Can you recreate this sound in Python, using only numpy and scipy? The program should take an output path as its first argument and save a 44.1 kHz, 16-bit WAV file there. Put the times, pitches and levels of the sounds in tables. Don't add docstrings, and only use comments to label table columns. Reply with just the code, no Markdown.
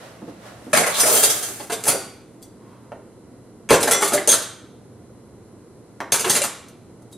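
import sys
import numpy as np
from scipy import signal
from scipy.fft import rfft, irfft
from scipy.io import wavfile
from scipy.ndimage import uniform_filter1d

SR = 44100
rng = np.random.default_rng(int(sys.argv[2]) if len(sys.argv) > 2 else 0)


def transcribe(u):
    v = np.clip(np.atleast_2d(u).T, -1, 1)
    q = np.round(v * 32767).astype(np.int16)
    wavfile.write(sys.argv[1], SR, q)


N = 316197


def from_db(db):
    return 10 ** (np.asarray(db) / 20)


def unit_energy(x):
    return x / np.sqrt(np.mean(np.sum(x ** 2, axis=-1)) + 1e-20)


def at_hz(points, hz):
    freq, value = np.transpose(points)
    return np.interp(np.log(hz), np.log(freq), value)


def add(track, s, sound):
    start = max(round(s * SR), 0)
    track[..., start:start + sound.shape[-1]] += sound[..., :N - start]


def through(x, impulse):
    return signal.oaconvolve(x, impulse)[:N]


def response(spectrum, size=2048):
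    hz = np.maximum(np.arange(size // 2 + 1) * SR / size, 1)
    gain = from_db(at_hz(spectrum, hz)) * np.minimum(hz / spectrum[0][0], 1) ** 2
    cepstrum = irfft(np.log(gain))
    cepstrum[1:size // 2] *= 2
    cepstrum[size // 2 + 1:] = 0
    return unit_energy(irfft(np.exp(rfft(cepstrum))))


# frequency in Hz, left minus right in dB.
MIC_BALANCE = [(100, -0.5), (500, -1.5), (2000, -1.2), (4000, -1.5), (8000, 2.1), (12000, -3)]
def stereo_bands(size, coherence):
    edges = np.geomspace(22, 17000, 20)
    white = rng.standard_normal((2, 2, size))
    sign = np.array([[1], [-1]])
    for k, (low, high) in enumerate(zip(edges, edges[1:])):
        bandpass = signal.butter(2, [low, high], "band", fs=SR, output="sos")
        mid, side = signal.sosfilt(bandpass, white[k % 2])
        hz = np.sqrt(low * high)
        alike = np.clip(at_hz(coherence, hz), -1, 1)
        pair = np.sqrt(1 + alike) * mid + np.sqrt(1 - alike) * side * sign
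        yield hz, pair * from_db(sign * at_hz(MIC_BALANCE, hz) / 2)


def steady_noise(spectrum, coherence):
    bands = (from_db(at_hz(spectrum, hz)) * band for hz, band in stereo_bands(N, coherence))
    return np.sqrt(N) * unit_energy(sum(bands))


# frequency in Hz, relative spectral density in dB.
APPLIANCE_SPECTRUM = [(15, -50), (25, -20), (59, -15), (112, -4), (146, -8), (243, -2.5), (394, -9),
                      (427, -7.5), (621, -17), (790, -18.5), (1810, -31.5), (2020, -33), (2180, -38.5),
                      (10900, -34), (15000, -76)]
# frequency in Hz, left-right correlation.
APPLIANCE_COHERENCE = [(40, 1), (110, 0.9), (300, 0.94), (700, 0.85), (1500, 0.69), (3000, 0.63),
                       (6000, -0.71), (10000, -0.0073)]
# frequency in Hz, rms level in dB.
APPLIANCE_TONES = [(119, -56), (2020, -81), (4032, -86.5), (4070, -80.5)]
def appliance(noise_db=-46, hiss_top_hz=11700.0):
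    t = np.arange(N) / SR
    tones = sum(from_db(db) * np.sqrt(2) * np.sin(2 * np.pi * hz * t) for hz, db in APPLIANCE_TONES)
    lowpass = signal.butter(14, hiss_top_hz, fs=SR, output="sos")
    noise = signal.sosfilt(lowpass, steady_noise(APPLIANCE_SPECTRUM, APPLIANCE_COHERENCE))
    return from_db(noise_db) * noise + tones


def flatten(room):
    power = np.mean(np.abs(rfft(room)) ** 2, axis=0)
    hz = np.linspace(0, SR / 2, len(power))
    edges = np.geomspace(30, 16000, 45)
    inverse = [(np.sqrt(low * high), -10 * np.log10(power[(hz >= low) & (hz < high)].mean()))
               for low, high in zip(edges, edges[1:])]
    return unit_energy(signal.fftconvolve(room, response(inverse, size=8192)[None], axes=1))


# frequency in Hz, time to decay by 60 dB (t60) in seconds.
KITCHEN_T60 = [(100, 0.54), (500, 0.5), (1200, 0.64), (1800, 0.58), (2800, 0.73), (6400, 0.46),
               (9000, 0.49), (14000, 0.19)]
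# frequency in Hz, left-right correlation.
KITCHEN_COHERENCE = [(100, 1), (300, 1), (600, 0.9), (1200, .77), (2500, 0.79), (5000, 0.57), (9000, 0.34),
                     (14000, 0.15)]
def kitchen(x, direct_db=-2.5, early_db=-0.5, tail_db=-5.0, early_t60=0.12, build_s=0.0015, size=36000):
    t = np.arange(size) / SR
    early = sum(band for _, band in stereo_bands(size, KITCHEN_COHERENCE)) * from_db(-60 * t / early_t60)
    tail = sum(band * from_db(-60 * t / at_hz(KITCHEN_T60, hz))
               for hz, band in stereo_bands(size, KITCHEN_COHERENCE))
    tail *= 1 - np.exp(-t / build_s)
    room = from_db(early_db) * unit_energy(early) + from_db(tail_db) * unit_energy(tail)
    room[:, 0] += from_db(direct_db)
    return np.array([through(x, channel) for channel in flatten(room)])


# start in seconds, drawer pitch in Hz, stereo width in dB.
PITCH_AND_WIDTH = [(0.7, 637, 5), (0.92, 564, 4.5), (1.65, 494, -1.5), (3.6, 470, -4.5), (4.25, 532, -4),
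                   (5.9, 385, -5)]
def pitch_and_width(s):
    start, spot_hz, width_db = np.transpose(PITCH_AND_WIDTH)
    index = np.maximum(np.searchsorted(start, s) - 1, 0)
    return spot_hz[index], width_db[index]


def widen(x, split_hz=5000.0, treble_share=0.81, treble_db=0.5):
    _, width_db = pitch_and_width(np.arange(N) / SR)
    width_db = uniform_filter1d(width_db, size=1000)
    mid, side = (x[0] + x[1]) / 2, (x[0] - x[1]) / 2
    low = signal.sosfiltfilt(signal.butter(2, split_hz, fs=SR, output="sos"), side)
    side = low * from_db(width_db) + (side - low) * from_db(treble_db + treble_share * width_db)
    return np.array([mid + side, mid - side])


def swell(peak_s, length_s, depth_db=26, rise_share=0.38):
    since_peak = (np.arange(N) / SR - peak_s) / length_s
    distance = np.maximum(-since_peak / rise_share, since_peak / (1 - rise_share))
    return from_db(-depth_db * np.minimum(distance, 10))


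# peak time in seconds, length in seconds, level in dB.
HAND_SHIFTS = [(0.037, 0.78, -42.5), (0.295, 0.18, -51.5), (0.472, 0.42, -42.5), (0.665, 0.8, -50)]
# frequency in Hz, relative spectral density in dB.
RUSTLE_SPECTRUM = [(350, -33), (600, -5), (829, -12.5), (1380, -12), (2370, -19.5), (8870, -29),
                   (12800, -29), (15000, -52.5)]
def rustle():
    envelope = sum(from_db(db) * swell(s, length) for s, length, db in HAND_SHIFTS)
    return envelope * steady_noise(RUSTLE_SPECTRUM, KITCHEN_COHERENCE)


def bounces(rattle_s=0.016, fade_db=-11.5, uneven_db=10.0, count=7):
    progress = (np.arange(count) + rng.uniform(0.2, 1, count)) / count
    sizes = from_db(fade_db * progress + uneven_db * rng.standard_normal(count))
    clicks = np.zeros(int(rattle_s * SR) + 1)
    clicks[(progress * rattle_s * SR).astype(int)] = sizes * rng.choice([-1, 1], count)
    clicks[0] = 1
    return clicks


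def struck(clicks, body, t60, size=4096):
    modes = rng.standard_normal(size) * from_db(-60 * np.arange(size) / SR / t60)
    return unit_energy(signal.fftconvolve(signal.fftconvolve(clicks, modes), body))


# start in seconds, relative level in dB, pitch in Hz.
CABINET_BUMPS = [(0.221, -34, 226), (0.277, -35, 332.6), (0.667, -35, 259), (0.737, -27, 208),
                 (1.883, -30, 197.7), (1.944, -28, 455), (3.705, -28, 115), (3.709, -15.5, 390),
                 (3.732, -15, 460), (3.713, -40.5, 41.8), (3.725, -26, 134.8), (6.126, -37.5, 126),
                 (6.294, -32, 180)]
def cabinet_thuds(level_db=31.0, q=1.2):
    out = np.zeros(N)
    for s, db, hz in CABINET_BUMPS:
        push = np.pad(bounces(), (0, SR // 5))
        panel = signal.iirpeak(hz, q, fs=SR)
        thud = signal.lfilter(*panel, signal.lfilter(*panel, push))
        add(out, s, from_db(db + level_db) * unit_energy(thud))
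    return out


# frequency in Hz, bandwidth in Hz, relative level in dB.
DRAWER_MODES = [(130, 110, -5), (238, 60, -6), (273, 37, -5), (403, 60, -5), (448, 70, -5), (455, 65, -0.5),
                (607, 110, -3.5), (616, 27, -4), (790, 150, -4.5)]
def drawer_response(spot_hz, focus_db_per_octave=6.5, size=4096):
    t = np.arange(size) / SR
    hz, width_hz, db = np.transpose(DRAWER_MODES)[:, :, None]
    octaves_off = np.abs(np.log2(hz / spot_hz))
    gain = from_db(db - focus_db_per_octave * octaves_off) * rng.choice([-1, 1], hz.shape)
    modes = gain * width_hz * np.exp(-np.pi * width_hz * t) * np.cos(2 * np.pi * hz * t)
    radiation = signal.butter(2, [120, 1300], "band", fs=SR, output="sos")
    return unit_energy(signal.sosfilt(radiation, modes.sum(axis=0)))


# start in seconds, relative level in dB, treble corner in Hz.
HANDLE_KNOCKS = [(2.919, -33, 1710), (6.004, -25.5, 7000), (6.018, -30.5, 2500)]
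# frequency in Hz, relative spectral density in dB.
WOOD_SPECTRUM = [(250, -10), (520, 1.5), (900, -1), (1400, -5.5), (2400, -14), (3500, -21.5), (9000, -28),
                 (14000, -35)]
def handle_knocks(level_db=28.0, drawer_db=22.0, spot_hz=546.0):
    out, wood = np.zeros(N), response(WOOD_SPECTRUM)
    for s, db, corner_hz in HANDLE_KNOCKS:
        contact = np.exp(-2 * np.pi * corner_hz * np.arange(len(wood)) / SR)
        add(out, s, from_db(db + level_db) * struck(contact, wood, t60=0.012))
        add(out, s, from_db(db + drawer_db) * drawer_response(spot_hz))
    return out


# start in seconds, relative level in dB, pitch in Hz, t60 in seconds.
FLOOR_NOTES = [(0.732, -11.5, 632, 0.22), (0.77, -22.5, 630, 0.36), (1.052, -17.5, 633, 0.37),
               (1.112, -22.5, 507, .22), (1.93, -24, 548, 0.13), (3.708, -25, 482, .08),
               (4.138, -16, 595, 0.14), (4.277, -21.5, 620, 0.13), (6.136, -22, 525, 0.077),
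               (6.258, -21, 370, 0.19), (6.414, -11.5, 566, 0.036)]
def drawer_floor(level_db=3.0, build_s=0.003, size=14000):
    out, t = np.zeros(N), np.arange(size) / SR
    for s, db, hz, t60 in FLOOR_NOTES:
        envelope = from_db(db + level_db - 60 * t / t60) * (1 - np.exp(-t / build_s))
        add(out, s, envelope * np.sin(2 * np.pi * (hz * t + rng.random())))
    return out


def random_clicks(per_s, uneven_db):
    sizes = from_db(uneven_db * np.clip(rng.standard_normal(N), -2, 2)) * rng.choice([-1, 1], N)
    return np.sqrt(N) * unit_energy(sizes * (rng.random(N) < per_s / SR))


# peak time in seconds, length in seconds, level in dB, centre in Hz, bandwidth in Hz.
NOISE_SWELLS = [(0.955, 0.21, -25, 3670, 730), (1.111, 0.38, -27, 630, 27.7), (1.138, .3, -25, 510, 60.3),
                (1.15, .6, -20.5, 12500, 3500), (1.879, 0.074, -11, 10000, 1707),
                (2.715, 0.96, -53, 1023, 208)]
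def noise_swells():
    clicks, out = random_clicks(per_s=790, uneven_db=0.5), np.zeros(N)
    for s, length, db, hz, width_hz in NOISE_SWELLS:
        band = signal.lfilter(*signal.iirpeak(hz, hz / width_hz, fs=SR), clicks)
        out += from_db(db) * swell(s, length) * np.sqrt(N) * unit_energy(band)
    return out


# peak time in seconds, length in seconds,
# then relative levels of steel, tray and drawer in dB.
PILE_SLIDES = [(0.773, 0.024, -18, -18, -19), (0.783, 0.14, -19, -25, -21.5),
               (0.877, 0.087, -19, -18.5, -24.5), (1.234, 0.034, -5.5, -14, -18.5),
               (0.982, 0.17, -12.5, -21.5, -24.5), (1.182, 0.96, -16, -22.5, -28),
               (1.082, 0.14, -14, -26.5, -20.5), (1.881, 0.17, -13, -18, -24),
               (2.427, 0.058, -36.5, -54, -66), (3.888, 0.12, -11.5, -16.5, -15.5),
               (3.839, .14, -25.5, -28, -22), (4.022, 0.1, -13.5, -24, -19),
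               (4.138, 0.096, -14, -18, -16.5), (4.333, 0.05, -15.5, -24.5, -27.5),
               (6.159, 0.072, -10, -18, -28), (6.266, 0.06, -24.5, -19.5, -22),
               (6.3, 0.08, -9.5, -28.5, -33), (6.35, 0.11, -13.5, -22, -22),
               (6.44, 0.061, -12.5, -18.5, -30.5), (7.121, 0.062, -40, -61.5, -68)]
def sliding(steel_db=-7.5, tray_db=-6.0, drawer_db=-3.0, settle_db=-20.5, settle_db_per_s=253.5):
    contacts = random_clicks(per_s=430, uneven_db=4.5)
    settle = from_db(settle_db - settle_db_per_s * np.arange(SR // 2) / SR)
    on_steel, on_tray, drone = np.zeros((3, N))
    for s, clink_db, clack_db, _ in IMPACTS:
        add(on_steel, s, from_db(clink_db) * settle)
        add(on_tray, s, from_db(clack_db) * settle)
    for s, length, clink_db, clack_db, boom_db in PILE_SLIDES:
        motion = swell(s, length)
        spot_hz, _ = pitch_and_width(s)
        on_steel += from_db(clink_db) * motion
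        on_tray += from_db(clack_db) * motion
        drone += from_db(boom_db) * through(contacts * motion, drawer_response(spot_hz))
    jangle = through(contacts * on_steel, response(STEEL_SPECTRUM))
    rattle = through(contacts * on_tray, response(TRAY_SPECTRUM))
    return from_db(steel_db) * jangle + from_db(tray_db) * rattle + from_db(drawer_db) * drone


# frequency in Hz, relative spectral density in dB.
STEEL_SPECTRUM = [(1500, -24), (3000, -7), (4800, -4), (5550, -7), (5900, -2), (6500, -1.5), (7700, -2),
                  (8200, -2.5), (8800, 1.5), (9800, -2), (11000, -2), (12000, -8.5), (13400, -7),
                  (15500, -28.5)]
# start in seconds, relative level in dB.
STEEL_TOUCHES = [(1.002, -7.5), (1.126, -11), (1.236, 0.5), (1.247, -3.5), (1.838, -14), (2.426, -30.5),
                 (3.8295, -3), (4.421, -18), (6.418, -8), (6.684, -35), (7.022, -46), (7.128, -51)]
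def clinks(level_db=14.5):
    out, steel = np.zeros(N), response(STEEL_SPECTRUM)
    for s, db in STEEL_TOUCHES:
        add(out, s, from_db(db + level_db) * struck(np.ones(1), steel, t60=0.016))
    return out


def ring(modes, pitch=1, damping=1, phase=0, size=16000):
    t = np.arange(size) / SR
    hz, level_db, t60 = np.transpose(modes)
    strength = unit_energy(from_db(level_db + 1.5 * rng.standard_normal(len(hz))))
    decay = from_db(-60 * damping * t / t60[:, None])
    return strength @ (np.sin(2 * np.pi * pitch * hz[:, None] * t + phase) * decay)


BENDING_MODES = { "teaspoon": [(4710, -10, .16), (5222, -8, .28), (5803, -2, .36), (7515, -7, .3),
                 (8510, -5, .3), (9543, 0, .33), (9926, -6, .15), (10770, -4, .25), (12310, -5, .22),
                 (13100, -2, .14)], "dessert spoon": [(3205, -7, .42), (4460, -21, .2), (7565, -5, .45),
                 (8002, -10, .25), (9396, -2, .25), (11471, -11, .22), (12938, -20, .3), (13540, -19, .3)],
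                 "fork": [(2053, -4, .22), (3405, 0, .29), (3480, -4, .25), (5410, -6, .18), (5893, 1, .34),
                 (5956, -6, .25), (6415, -3, .18), (7545, -3, .36), (8545, -3, .28), (8980, -7, .18),
                 (9328, -5, .18), (11840, -13, .14), (13530, -6, .09)], "spoon": [(3337, -18, .25),
                 (3641, -14, .14), (6366, -4, .22), (6459, -4, .2), (6685, -7, .15), (8515, -1, .16),
                 (8992, -5, .13), (9116, -2, .14), (11060, -11, .2), (13126, -11, .15)],
                 "serving spoon": [(1388, -7, .5), (1472, -5, .5), (2514, -8, .5), (3500, -7, .7),
                 (4660, -6, .6), (6868, -6, .33), (8731, -3, .42), (9112, -3, .33), (9380, 0, .3),
                 (11078, -2, .33), (13110, -9, .3)], "small fork": [(3709, -3, .15), (3798, 0, .15),
                 (4990, -6, .12), (7790, -3, .13), (8311, -5, .13), (9671, -2, .13), (10690, 0, .12)],
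                 "knife": [(2077, -7, .15), (2352, -6, .16), (2702, -7, .15), (2815, -6, .2),
                 (4098, -6, .22), (6966, -3, .18), (7305, -4, .22), (8790, 0, .27), (10481, -2, .13)]}
# start in seconds, piece, relative level in dB,
# damping by the pile as a factor on the decay rate.
FREE_RINGS = [(1.000, "teaspoon", -11.5, 0.8), (1.059, "teaspoon", -20, 1.1),
              (1.128, "dessert spoon", -17.5, 1), (1.175, "dessert spoon", -17.5, 1.4),
              (1.241, "dessert spoon", -23.5, 0.63), (1.298, "fork", -29, 1),
              (1.885, "serving spoon", -22, 1.07), (2.428, "fork", -51, 1.5), (3.911, "fork", -20.5, 0.58),
              (3.934, "fork", -15, 0.93), (4.134, "spoon", -17.5, 2), (4.275, "spoon", -5, 3.2),
              (4.291, "spoon", -3, 1.1), (4.318, "spoon", -2, 3.3), (4.423, "fork", -42.5, 1.4),
              (6.122, "spoon", -8.5, 2.4), (6.297, "spoon", -9.5, 2), (6.353, "knife", -11.5, 2.3),
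              (6.418, "knife", -16, 1.9), (7.128, "small fork", -42.5, 0.89)]
def free_pieces(spread_rad=0.84):
    out = np.zeros((2, N))
    for s, piece, db, damping in FREE_RINGS:
        modes = BENDING_MODES[piece]
        phase = spread_rad * rng.standard_normal((2, len(modes), 1))
        add(out, s, from_db(db) * ring(modes, damping=damping, phase=phase))
    return out


def neighbours(level_db=-18.0, size_spread=0.18, pile_damping=2.8, count=5):
    out, kinds = np.zeros(N), list(BENDING_MODES.values())
    for s, clink_db, _, _ in IMPACTS:
        chosen = rng.integers(len(kinds), size=count)
        pitches = 1 + size_spread * rng.uniform(-1.2, 1, count)
        for kind, pitch in zip(chosen, pitches):
            note = ring(kinds[kind], pitch=pitch, damping=pile_damping, size=7000)
            add(out, s, from_db(clink_db + level_db) * note)
    return through(out, response(STEEL_SPECTRUM))


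# frequency in Hz, relative spectral density in dB.
TRAY_SPECTRUM = [(300, -14.5), (650, -1), (900, -1), (1250, 3), (1550, 1), (1900, -2.5), (2400, -3.5),
                 (3200, -11), (4500, -14), (8000, -42.5)]
# start in seconds, then relative levels of steel, tray and drawer in dB.
IMPACTS = [(0.731, -8, -12.5, -16), (0.748, -18, -15.5, -22.5), (0.762, -8.5, -15, -18),
           (0.776, -18, -17.5, -24), (0.797, -16.5, -23.5, -20.5), (0.828, -19.5, -19, -24.5),
           (0.864, -18, -21.5, -23.5), (0.997, -9.5, -31, -28.5), (1.034, -20.5, -19.5, -21),
           (1.059, -11, -22.5, -19.5), (1.092, -15, -31.5, -30.5), (1.126, -14.5, -25, -23.5),
           (1.15, -9, -29.5, -23), (1.175, -12, -30.5, -26.5), (1.231, -4.5, -23, -21),
           (1.242, -15, -23.5, -26.5), (1.298, -8.5, -27, -28.5), (1.427, -17, -35.5, -34),
           (1.599, -40.5, -36.5, -29), (1.698, -23, -23.5, -25.5), (1.72, -13.5, -23.5, -21),
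           (1.869, -16.5, -26.5, -23), (1.884, -6.5, -24.5, -28), (3.69, -16, -15.5, -22.5),
           (3.705, -6.5, -7.5, -5), (3.728, -7, -9.5, -18.5), (3.805, -14.5, -26, -24),
           (3.874, -19, -14.5, -20), (3.911, -2, -15, -20), (3.945, -24, -21, -18),
           (4.021, -13, -13, -27.5), (4.043, -11.5, -25.5, -27.5), (4.076, -12.5, -33.5, -33),
           (4.12, -19, -21.5, -18.5), (4.134, -8, -21.5, -21), (4.171, -28, -19, -26),
           (4.275, -6.5, -29, -17), (4.29, -8, -23, -36), (4.312, -5.5, -27, -26),
           (4.328, -4.5, -15, -21.5), (6.120, -4, -19.5, -26.5), (6.142, -11, -19, -34),
           (6.193, -11, -27.5, -26.5), (6.244, -18.5, -17.5, -25.5), (6.286, -22, -27, -34),
           (6.297, -7, -18.5, -30), (6.352, -7.5, -32.5, -30.5), (6.363, -13, -21, -38)]
def clatter(steel_db=17.5, tray_db=25.0, drawer_db=25.5):
    out, steel, tray = np.zeros(N), response(STEEL_SPECTRUM), response(TRAY_SPECTRUM)
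    for s, clink_db, clack_db, boom_db in IMPACTS:
        clicks = bounces()
        spot_hz, _ = pitch_and_width(s)
        add(out, s, from_db(steel_db + clink_db) * struck(clicks, steel, t60=0.049))
        add(out, s, from_db(tray_db + clack_db) * struck(clicks, tray, t60=0.009))
        boom = unit_energy(signal.fftconvolve(clicks, drawer_response(spot_hz)))
        add(out, s, from_db(drawer_db + boom_db) * boom)
    return out


def scene(ring_direct_db=-3, ring_room_db=-5):
    cutlery = clatter() + sliding() + noise_swells() + clinks() + neighbours()
    rings = free_pieces() + drawer_floor()
    room = kitchen(cutlery + cabinet_thuds() + handle_knocks() + from_db(ring_room_db) * rings[0])
    return widen(room + from_db(ring_direct_db) * rings + rustle()) + appliance()


def record(dry, ceiling=0.93, cutoff_hz=15600):
    lowpass = signal.ellip(10, 0.1, 80, cutoff_hz, fs=SR, output="sos")
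    return signal.sosfilt(lowpass, ceiling * np.tanh(dry / ceiling))


dry = scene()
out = record(dry)
transcribe(out)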